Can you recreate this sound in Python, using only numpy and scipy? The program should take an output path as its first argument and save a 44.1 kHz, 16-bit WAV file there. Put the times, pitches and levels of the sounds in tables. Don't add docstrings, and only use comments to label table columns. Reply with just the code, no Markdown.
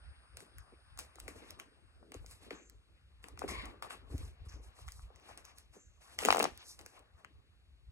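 import sys
import numpy as np
from scipy import signal
from scipy.fft import rfft, irfft, next_fast_len
from scipy.io import wavfile

SR = 44100
rng = np.random.default_rng(int(sys.argv[2]) if len(sys.argv) > 2 else 0)


def master(y):
    cut = np.clip(np.atleast_2d(y).T, -1, 1)
    pcm = np.round(cut * 32767)
    wavfile.write(sys.argv[1], SR, pcm.astype(np.int16))


N = 348886

# start in seconds, snap
# level in dB, knock level in dB.
TICKS = [(0.3705, -36, -52), (0.405, -42, -53.5), (0.584, -40, -54.5), (0.9754, -39.5, -74),
         (0.99, -28, -61), (0.9967, -34, -65), (1.006, -42, -71), (1.013, -46, -69), (1.157, -43, -62),
         (1.201, -34.5, -52.5), (1.2804, -35.5, -42), (1.5067, -30, -55.5), (1.5988, -34, -42.5),
         (2.1195, -40.5, -52), (2.143, -37, -54), (2.2623, -38.5, -56), (2.3118, -39, -72),
         (2.451, -53, -77), (2.5074, -45, -40.5), (2.698, -40.5, -65), (3.241, -44, -48.5),
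         (3.2851, -39.5, -57.5), (3.375, -52, -53), (3.3923, -35, -49.5), (3.4789, -50, -44.5),
         (3.6565, -37, -60), (3.8245, -33, -42), (3.9072, -50, -43.5), (4.1802, -38, -59),
         (4.8808, -41, -53), (4.8859, -42, -49), (4.9207, -33.5, -82), (5.16, -50.5, -62.5),
         (5.1988, -56, -66), (5.3756, -35, -77), (5.452, -37, -62), (5.5847, -39.5, -84),
         (6.189, -19, -30.5), (6.206, -36.5, -48), (6.22, -29.5, -50), (6.235, -40, -42),
         (6.2505, -14, -28.5), (6.258, -17.5, -37), (6.2863, -24.5, -32.5), (6.292, -27.5, -42),
         (6.3048, -26, -20), (6.3122, -28.5, -46), (6.3152, -23.5, -46), (6.3261, -20, -26.5),
         (6.335, -24, -49.5), (6.3485, -25, -43), (6.3594, -30, -46.5), (6.3701, -24, -39.5),
         (6.382, -37.5, -37.5), (6.39, -27, -49), (6.394, -20, -50), (6.4003, -39, -30.5),
         (6.4067, -39, -31), (6.4125, -28, -51), (6.425, -28, -43.5), (6.4286, -19, -47),
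         (6.4421, -19.5, -36.5), (6.455, -40, -36.5), (6.5757, -37, -63), (6.7917, -38, -55.5),
         (6.812, -45, -58), (6.862, -37, -52.5), (6.993, -46, -67), (7.247, -46.5, -48.5)]
SNAP_CUT_HZ, SNAP_T60_S, RING_HZ, RING_DB = 2700, 0.0055, (4170, 7630), -6
KNOCK_HZ, KNOCK_T60_S, KNOCK_CREST_DB = (1400, 3000), 0.0069, 11.5


def edge_ticks():
    out = np.zeros(N)
    snaps = bursts("high", SNAP_CUT_HZ, SNAP_T60_S, count=len(TICKS))
    snaps += from_db(RING_DB) * bursts("band", RING_HZ, SNAP_T60_S, count=len(TICKS))
    knocks = bursts("band", KNOCK_HZ, KNOCK_T60_S, count=len(TICKS))
    for (s, snap_db, knock_db), snap, knock in zip(TICKS, snaps, knocks):
        add(out, s, from_db(snap_db) * snap + from_db(knock_db + KNOCK_CREST_DB) * knock)
    return out


# start in seconds, peak in dB, nominal pitch in Hz.
SLAPS = [(0.3717, -45.5, 674), (0.7227, -48, 490), (0.9753, -42.5, 1110.0), (0.9904, -35, 1080),
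         (1.1584, -48.5, 650), (1.1845, -39, 1020), (1.2813, -35, 554), (1.5065, -57, 1020.0),
         (2.0281, -45.5, 784), (2.1215, -41, 794), (2.1477, -34.5, 510), (2.2441, -45, 800),
         (2.5102, -30.5, 574), (3.2421, -46, 864), (3.2842, -40.5, 880), (3.3758, -39.5, 1150),
         (3.4187, -22.5, 880), (3.4391, -25, 517), (3.4448, -25.5, 615), (3.4895, -30.5, 990),
         (3.8241, -27.5, 1000), (3.9057, -35, 1090), (4.1013, -47, 416), (4.142, -38, 300),
         (4.79, -42.5, 860), (4.8803, -39.5, 1150), (4.994, -42.5, 1200), (5.103, -45, 720),
         (5.2911, -39.5, 1030), (5.7654, -45.5, 510), (6.1882, -29, 950), (6.2265, -27, 665),
         (6.2505, -19.5, 555), (6.2585, -19.5, 710), (6.286, -6.5, 924), (6.3042, -7, 1010),
         (6.3259, -9, 1000), (6.3464, -13.5, 850), (6.3602, -16, 830), (6.3689, -16.5, 845),
         (6.382, -17, 790), (6.4004, -12.5, 796), (6.4051, -14.5, 771), (6.4248, -16, 850),
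         (6.4397, -15.5, 845), (6.4528, -14, 870), (6.7907, -52, 880), (6.8622, -44, 690),
         (7.2471, -38, 1353)]


def card_slaps():
    return pops(SLAPS, t60_cycles=5.5, rise_cycles=1.0)


# frequency in Hz, gain in dB, T60 in seconds.
TABLE_MODES = [(283, -8.5, 0.059), (526, -13.5, 0.015)]


def table_ring(slaps):
    out = 0
    for hz, db, t60_s in TABLE_MODES:
        r, w = from_db(-60 / (t60_s * SR)), 2 * np.pi * hz / SR
        b, a = [0, from_db(db) * w * np.sin(w)], [1, -2 * r * np.cos(w), r * r]
        out = out + signal.lfilter(b, a, slaps + 1e-18)
    return out


# full strength at in seconds, swell in seconds, hold in seconds,
# edge hiss in dB, dull hiss in dB, face scrape in dB.
STROKES = [(0.37, 0.0067, 0.043, -66.5, -87, -63.5), (0.59, 0.03, 0.0006, -76, -73, -71),
           (0.987, 0.006, 0.014, -58, -60, -49.5), (1.196, 0.026, 0.004, -68, -89, -66),
           (1.28, 0.004, 0.0012, -61.5, -69, -57), (1.36, 0.094, 0.023, -73, -71, -70),
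           (1.509, 0.55, 0.0054, -74, -74, -57), (1.592, 0.006, .001, -69, -65, -55),
           (2.14, 0.01, 0.0052, -69.5, -84, -55.5), (2.321, 0.12, 0.0086, -64, -81, -63.5),
           (2.449, 0.13, .005, -73.5, -75, -57.5), (2.512, 0.023, 0.018, -74.5, -70.5, -50),
           (3.229, 0.0063, 0.063, -76.5, -96, -67), (3.39, 0.0026, 0.0044, -68, -62, -76),
           (3.42, 0.029, 0.021, -69.5, -81, -52), (3.481, 0.0045, 0.031, -56, -56, -48),
           (3.55, 0.081, 0.14, -75.5, -91, -52), (3.824, 0.0033, 0.0056, -62.5, -68, -46),
           (3.903, 0.013, 0.011, -60, -81, -45.5), (4.112, 0.041, 0.17, -71.5, -72.5, -62.5),
           (4.454, 0.0098, 0.0066, -76.5, -83, -64.5), (4.488, 0.0062, 0.0062, -72.5, -57.5, -61),
           (4.524, 0.017, 0.0046, -74, -59, -64), (4.636, 0.032, 0.028, -73.5, -76, -63.5),
           (4.773, 0.055, 0.045, -72, -73, -62.5), (4.873, 0.046, 0.15, -72.5, -76, -77),
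           (5.155, 0.013, 0.017, -87, -74, -84), (5.302, 0.14, 0.01, -72, -66.5, -54.5),
           (5.376, 0.0077, 0.0056, -68, -69, -55), (5.445, .004, 0.053, -79, -68, -59.5),
           (5.58, 0.034, 0.0039, -68.5, -66, -61.5), (5.737, 0.028, 0.017, -75, -76, -62.5),
           (6.014, 0.019, 0.13, -73.5, -73, -61), (6.189, 0.011, 0.087, -55, -64, -42),
           (6.232, 0.024, 0.23, -62, -56, -49), (6.617, 1, 0.01, -81, -72, -59.5),
           (6.698, 0.085, 0.0083, -57, -55.5, -65), (6.791, 0.0063, .001, -64, -83, -57),
           (6.857, 0.046, 0.11, -77, -74, -71), (6.97, 0.12, 0.0076, -87, -92, -57.5),
           (7.187, 0.049, 0.012, -84, -79, -65)]
# frequency in Hz, relative level in dB.
EDGE_SPECTRUM = [(2000, -47), (3000, -13.5), (4000, 3), (6000, -2.5), (8000, 1.5), (11000, -1), (14000, -2),
                 (16000, -12.5)]
# centre in Hz, width in Hz, gain in dB.
FACE_BANDS = [(750, 570, 0), (1040, 460, 1.5), (1630, 490, -2.5), (2207, 1200, -1.5), (3260, 2400, -2)]
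# time in seconds, level in dB.
FIDGET = [(0.0, -67), (1.7, -70), (1.95, -74), (2.8, -76.5), (3.2, -73.5), (3.4, -65.5), (5.2, -67.5),
          (5.7, -75.5), (5.9, -94), (6.5, -71), (7.1, -73.5), (7.4, -76), (7.91, -81)]
EDGE_FADE_S, FACE_FADE_S = 0.081, 0.12


def card_slides():
    s, swell_s, hold_s, edge_db, dull_db, face_db = np.transpose(STROKES)
    edge = noise(shaped(EDGE_SPECTRUM), band_hz=(10200, 14000), grain_db=3, flicker_db=1.5)
    dull = noise(hump(centre_hz=5700, width_hz=1900), grain_db=5, flicker_db=3)
    hollows = [from_db(db) * noise(hump(hz, width_hz), grain_db=3, flicker_db=3.2, flicker_hz=9.5)
               for hz, width_hz, db in FACE_BANDS]
    fidget_db, = in_time(FIDGET)
    face_gain = np.hypot(swells(s, face_db, swell_s, FACE_FADE_S, hold_s), from_db(fidget_db))
    return (swells(s, edge_db, swell_s, EDGE_FADE_S, hold_s) * edge
            + swells(s, dull_db, swell_s, EDGE_FADE_S, hold_s) * dull
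            + face_gain * rms_one(sum(hollows)))


# time in seconds, level in dB.
GATHER_LEVEL = [(3.475, -68), (3.485, -45), (3.6, -44), (3.72, -65)]
# centre in Hz, width in Hz, gain in dB.
GATHER_BANDS = [(2110, 400, 2.5), (3330, 2300, -12), (1069, 140, 4.5), (7050, 400, -22.5), (8880, 400, -23)]


def gathering():
    level_db, = in_time([(3.46, -110)] + GATHER_LEVEL + [(3.76, -110)])
    return from_db(level_db) * noise(humps(GATHER_BANDS), grain_db=3, flicker_db=1.5)


# start in seconds, peak in dB, nominal pitch in Hz.
THUMPS = [(2.159, -47, 76.6), (4.106, -40, 67.5), (4.139, -29.5, 86), (4.464, -39, 75),
          (4.534, -39.5, 66.4), (4.868, -46.5, 60), (5.021, -41.5, 54)]


def table_thumps():
    return pops(THUMPS, t60_cycles=6.4, rise_cycles=0.84)


# full strength at in seconds, swell in seconds, fade in seconds,
# level in dB.
DRAGS = [(0.41, 0.13, 0.28, -64.5), (0.736, 0.014, 0.03, -58), (0.999, 0.027, 0.075, -55),
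         (1.161, 0.0095, 0.71, -62.5), (1.29, 0.031, 0.52, -54.5), (2.03, 0.062, 1, -61.5),
         (2.518, 0.15, 0.36, -57), (3.243, 0.0092, 0.32, -58), (3.428, 0.039, 0.29, -47),
         (3.52, 0.11, 1, -54.5), (4.15, 0.17, 0.29, -56.5), (4.51, 0.097, 0.28, -60),
         (5.31, 0.82, 0.53, -70.5), (5.76, 0.053, 0.11, -61.5), (6.282, 0.086, 0.27, -41),
         (6.441, 0.21, 0.092, -39), (6.8, 0.023, 0.17, -62), (7.012, 0.24, 0.054, -71),
         (7.24, 0.022, 0.32, -67.5)]
# frequency in Hz, relative level in dB.
RUSTLE_SPECTRUM = [(60, -42.5), (130, -12.5), (210, -2.5), (290, -0.5), (450, -3), (650, -10.5),
                   (1100, -50.5)]


def cloth_drags():
    s, swell_s, fade_s, db = np.transpose(DRAGS)
    rustle = noise(shaped(RUSTLE_SPECTRUM), band_hz=(170, 700), flicker_db=4, flicker_hz=25.2)
    return swells(s, db, swell_s, fade_s) * rustle


# full strength at in seconds, level in dB.
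LEANS = [(0.05, -52.5), (1.3, -52.5), (2.23, -46.5), (2.75, -62), (3.51, -42.5), (4.04, -54), (4.18, -44.5),
         (4.54, -55), (4.85, -49.5), (5.06, -54), (6.302, -51), (6.871, -55.5)]
# frequency in Hz, relative level in dB.
RUMBLE_SPECTRUM = [(15, -50.5), (25, -19.5), (40, -19.5), (55, 2), (85, -6.5), (120, -14.5), (180, -30.5),
                   (300, -68.5)]


def table_rumble():
    s, db = np.transpose(LEANS)
    rumble = noise(shaped(RUMBLE_SPECTRUM), band_hz=(35, 110), flicker_db=5, flicker_hz=8.6)
    return swells(s, db, swell_s=0.23, fade_s=0.33, rest_db=-62.5) * rumble


# full strength at in seconds, hold in seconds, fade in seconds, level in dB.
HIGH_HISSES = [(2.552, 0.12, 0.14, -69), (5.75, .08, 0.25, -69)]
# centre in Hz, width in Hz, gain in dB.
HIGH_HISS_BANDS = [(6300, 600, 0), (7300, 700, -1)]


def high_hiss():
    s, hold_s, fade_s, db = np.transpose(HIGH_HISSES)
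    gain = swells(s, db, swell_s=0.029, fade_s=fade_s, hold_s=hold_s)
    return gain * noise(humps(HIGH_HISS_BANDS), flicker_db=2)


# time in seconds, level in dB, resonance centre in Hz, line blur in Hz.
INSECT = [(0.0, -78, 9050, 10), (1.1, -81, 9150, 40), (1.6, -84, 8750, 70), (3.26, -96, 8700, 80),
          (4.2, -110, 8700, 80)]
# centre in Hz, width in Hz, gain in dB.
FAR_BANDS = [(4940, 520, -7), (1500, 550, 2.5)]
PULSE_HZ, BUZZ_WIDTH_HZ, HISS_OVER_BUZZ_DB = 152.9, 950, 8.5


def distant_insect():
    level_db, centre_hz, blur_hz = in_time(INSECT)
    outdoors = from_db(HISS_OVER_BUZZ_DB) * noise(humps(FAR_BANDS), flicker_db=3, flicker_hz=4)
    n = round(INSECT[-1][0] * SR)
    line_hz = PULSE_HZ * np.arange(50, 68)[:, None]
    step_rad = np.sqrt(2 * np.pi * blur_hz[:n] / SR)
    wander = np.cumsum(rng.standard_normal((len(line_hz), n)) * step_rad, axis=1)
    phase = 2 * np.pi * (line_hz * np.arange(n) / SR + rng.random(line_hz.shape)) + wander
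    lines = hump(centre_hz[:n], BUZZ_WIDTH_HZ)(line_hz) * np.sin(phase)
    outdoors[:, :n] += rms_one(lines.sum(axis=0))
    return from_db(level_db) * outdoors


# frequency in Hz, relative level in dB.
ROOM_SPECTRUM = [(60, -28), (120, 8.5), (300, -1.5), (1000, -12), (2300, -6), (4300, -7.5), (5200, -18),
                 (8000, -20), (14000, -23)]
ROOM_TONE_DB = -75.5


def room_tone():
    return from_db(ROOM_TONE_DB) * noise(shaped(ROOM_SPECTRUM))


ECHO_S, ECHO_DB = 0.0059, -19
WASH_T60_S, WASH_DB, WALL_CUT_HZ = 0.2, -14, 5000


def reflections(x):
    t = np.arange(round(.45 * SR)) / SR
    wash = rng.standard_normal((2, len(t))) * from_db(-60 * t / WASH_T60_S) * (t > .003)
    wash = filtered(wash, "low", WALL_CUT_HZ)
    response = from_db(WASH_DB) * wash / np.linalg.norm(wash, axis=1, keepdims=True)
    echo = bursts("band", (2700, 11000), t60_s=0.003, count=1)[0]
    for port in response:
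        add(port, ECHO_S, from_db(ECHO_DB) * echo / np.linalg.norm(echo))
    return signal.fftconvolve(x[None], response, axes=1)[:, :N]


def bursts(kind, hz, t60_s, count, contact_db=4):
    t = np.arange(2200) / SR
    raw = rng.standard_normal((count, len(t))) * from_db(-60 * t / t60_s)
    raw[:, 0] = -from_db(contact_db)
    rung = filtered(raw, kind, hz)
    return rung / np.abs(rung).max(axis=1, keepdims=True)


def pops(rows, t60_cycles, rise_cycles):
    out, t = np.zeros(N), np.arange(8800) / SR
    for s, peak_db, hz in rows:
        cycles = hz * t
        phase = 2 * np.pi * (0.58 * cycles + 1 - np.exp(-cycles))
        rise = 1 - np.exp(-(cycles / rise_cycles) ** 2)
        tone = rise * from_db(-60 * cycles / t60_cycles) * np.sin(phase)
        add(out, s, -from_db(peak_db) * tone / np.abs(tone).max())
    return out


def swells(s, db, swell_s, fade_s, hold_s=0, rest_db=-120):
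    t, power = np.arange(0, N + 32, 32) / SR, from_db(rest_db) ** 2
    for at, level_db, swell, fade, hold in np.broadcast(s, db, swell_s, fade_s, hold_s):
        away = np.maximum((at - t) / swell, (t - at - hold) / fade)
        power = power + from_db(level_db - 25 * np.clip(away, 0, 8)) ** 2
    return np.interp(np.arange(N) / SR, t, np.sqrt(power))


# frequency in Hz, correlation from 0 to 1.
PORT_CORRELATION = [(60, 0.5), (300, 0.5), (1000, 0.8), (2300, 0), (3000, 1), (5000, 0.87), (8000, 1),
                    (11000, .85), (13000, 1)]


def noise(gain_at, band_hz=(0, SR), grain_db=0, flicker_db=0, flicker_hz=30):
    size = next_fast_len(N)
    hz = np.arange(size // 2 + 1) * SR / size
    gain = gain_at(hz)
    grit = from_db(grain_db * np.minimum(rng.exponential(1, N), 5))
    shared, own = rfft(grit * rng.standard_normal((2, N)), size) * gain
    alike = at_hz(PORT_CORRELATION, hz)
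    pair = irfft([shared, alike * shared + np.sqrt(1 - alike ** 2) * own], size)[:, :N]
    in_band = (hz > band_hz[0]) & (hz < band_hz[1])
    share = np.sum(gain[in_band] ** 2) / np.sum(gain ** 2)
    return rms_one(pair * from_db(flicker_db * drift(flicker_hz))) / np.sqrt(share)


def drift(rate_hz):
    hop = 40
    r = np.exp(-2 * np.pi * rate_hz * hop / SR)
    slow = signal.lfilter([1], [1, -2 * r, r * r], rng.standard_normal(N // hop + 2002))[2000:]
    return np.interp(np.arange(N) / hop, np.arange(len(slow)), rms_one(slow))


def hump(centre_hz, width_hz):
    return lambda hz: np.exp(-2 * ((hz - centre_hz) / width_hz) ** 2)


def humps(bands):
    return lambda hz: sum(from_db(db) * hump(centre, width)(hz) for centre, width, db in bands)


def shaped(spectrum):
    return lambda hz: from_db(at_hz(spectrum, hz))


def at_hz(rows, hz):
    row_hz, values = np.transpose(rows)
    return np.interp(np.log(hz + 1), np.log(row_hz), values)


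def in_time(rows):
    s, *columns = np.transpose(rows)
    return [np.interp(np.arange(N) / SR, s, column) for column in columns]


def filtered(x, kind, hz, order=2):
    return signal.sosfilt(signal.butter(order, hz, kind, fs=SR, output="sos"), x)


def add(out, s, piece):
    at = round(s * SR)
    out[at:at + len(piece)] += piece[:N - at]


def from_db(db):
    return 10 ** (np.asarray(db) / 20)


def rms_one(x):
    return x / np.sqrt(np.mean(x ** 2) + 1e-20)


CARD_CUT_HZ, SLAP_SEND_DB = 260, -7
SHADE_HZ, RIGHT_SHADE = 13000, 0.6


def scene():
    slaps = card_slaps()
    ticks = filtered(edge_ticks(), "high", CARD_CUT_HZ)
    claps = filtered(slaps, "high", CARD_CUT_HZ) + table_ring(slaps)
    tick_top = filtered(ticks, "high", SHADE_HZ, order=4)
    tick_pair = np.array([ticks, ticks - RIGHT_SHADE * tick_top])
    walls = reflections(ticks + from_db(SLAP_SEND_DB) * claps)
    handling = card_slides() + cloth_drags() + table_rumble() + gathering() + table_thumps()
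    background = distant_insect() + room_tone() + high_hiss()
    return tick_pair + claps + walls + handling + background


# frequency in Hz, phase lag in radians.
RIGHT_LAG = [(0, 0), (340, .1), (780, 1.4), (1120, 5.1), (1380, 6.6), (1980, 11.8), (2500, 10),
             (3250, 9.42), (5000, 8.2), (7700, 6.4), (9200, 6.2), (12000, 4.3), (13300, 3.2), (16000, 3.14)]
# frequency in Hz, loss in dB.
RIGHT_LOSS = [(60, 1), (200, 1.5), (380, -1), (700, 6.5), (1500, 5.5), (2300, 9), (2900, 0)]
STOPBAND_HZ = 16750


def record(dry):
    size = next_fast_len(N + 4096)
    hz = np.arange(size // 2 + 1) * SR / size
    lag_rad = np.interp(hz, *np.transpose(RIGHT_LAG))
    response = from_db(-at_hz(RIGHT_LOSS, hz)) * np.exp(-1j * lag_rad)
    right = irfft(rfft(dry[1], size) * response, size)[:N]
    return signal.sosfilt(signal.cheby2(20, 70, STOPBAND_HZ, fs=SR, output="sos"), [dry[0], right])


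dry = scene()
out = record(dry)
master(out)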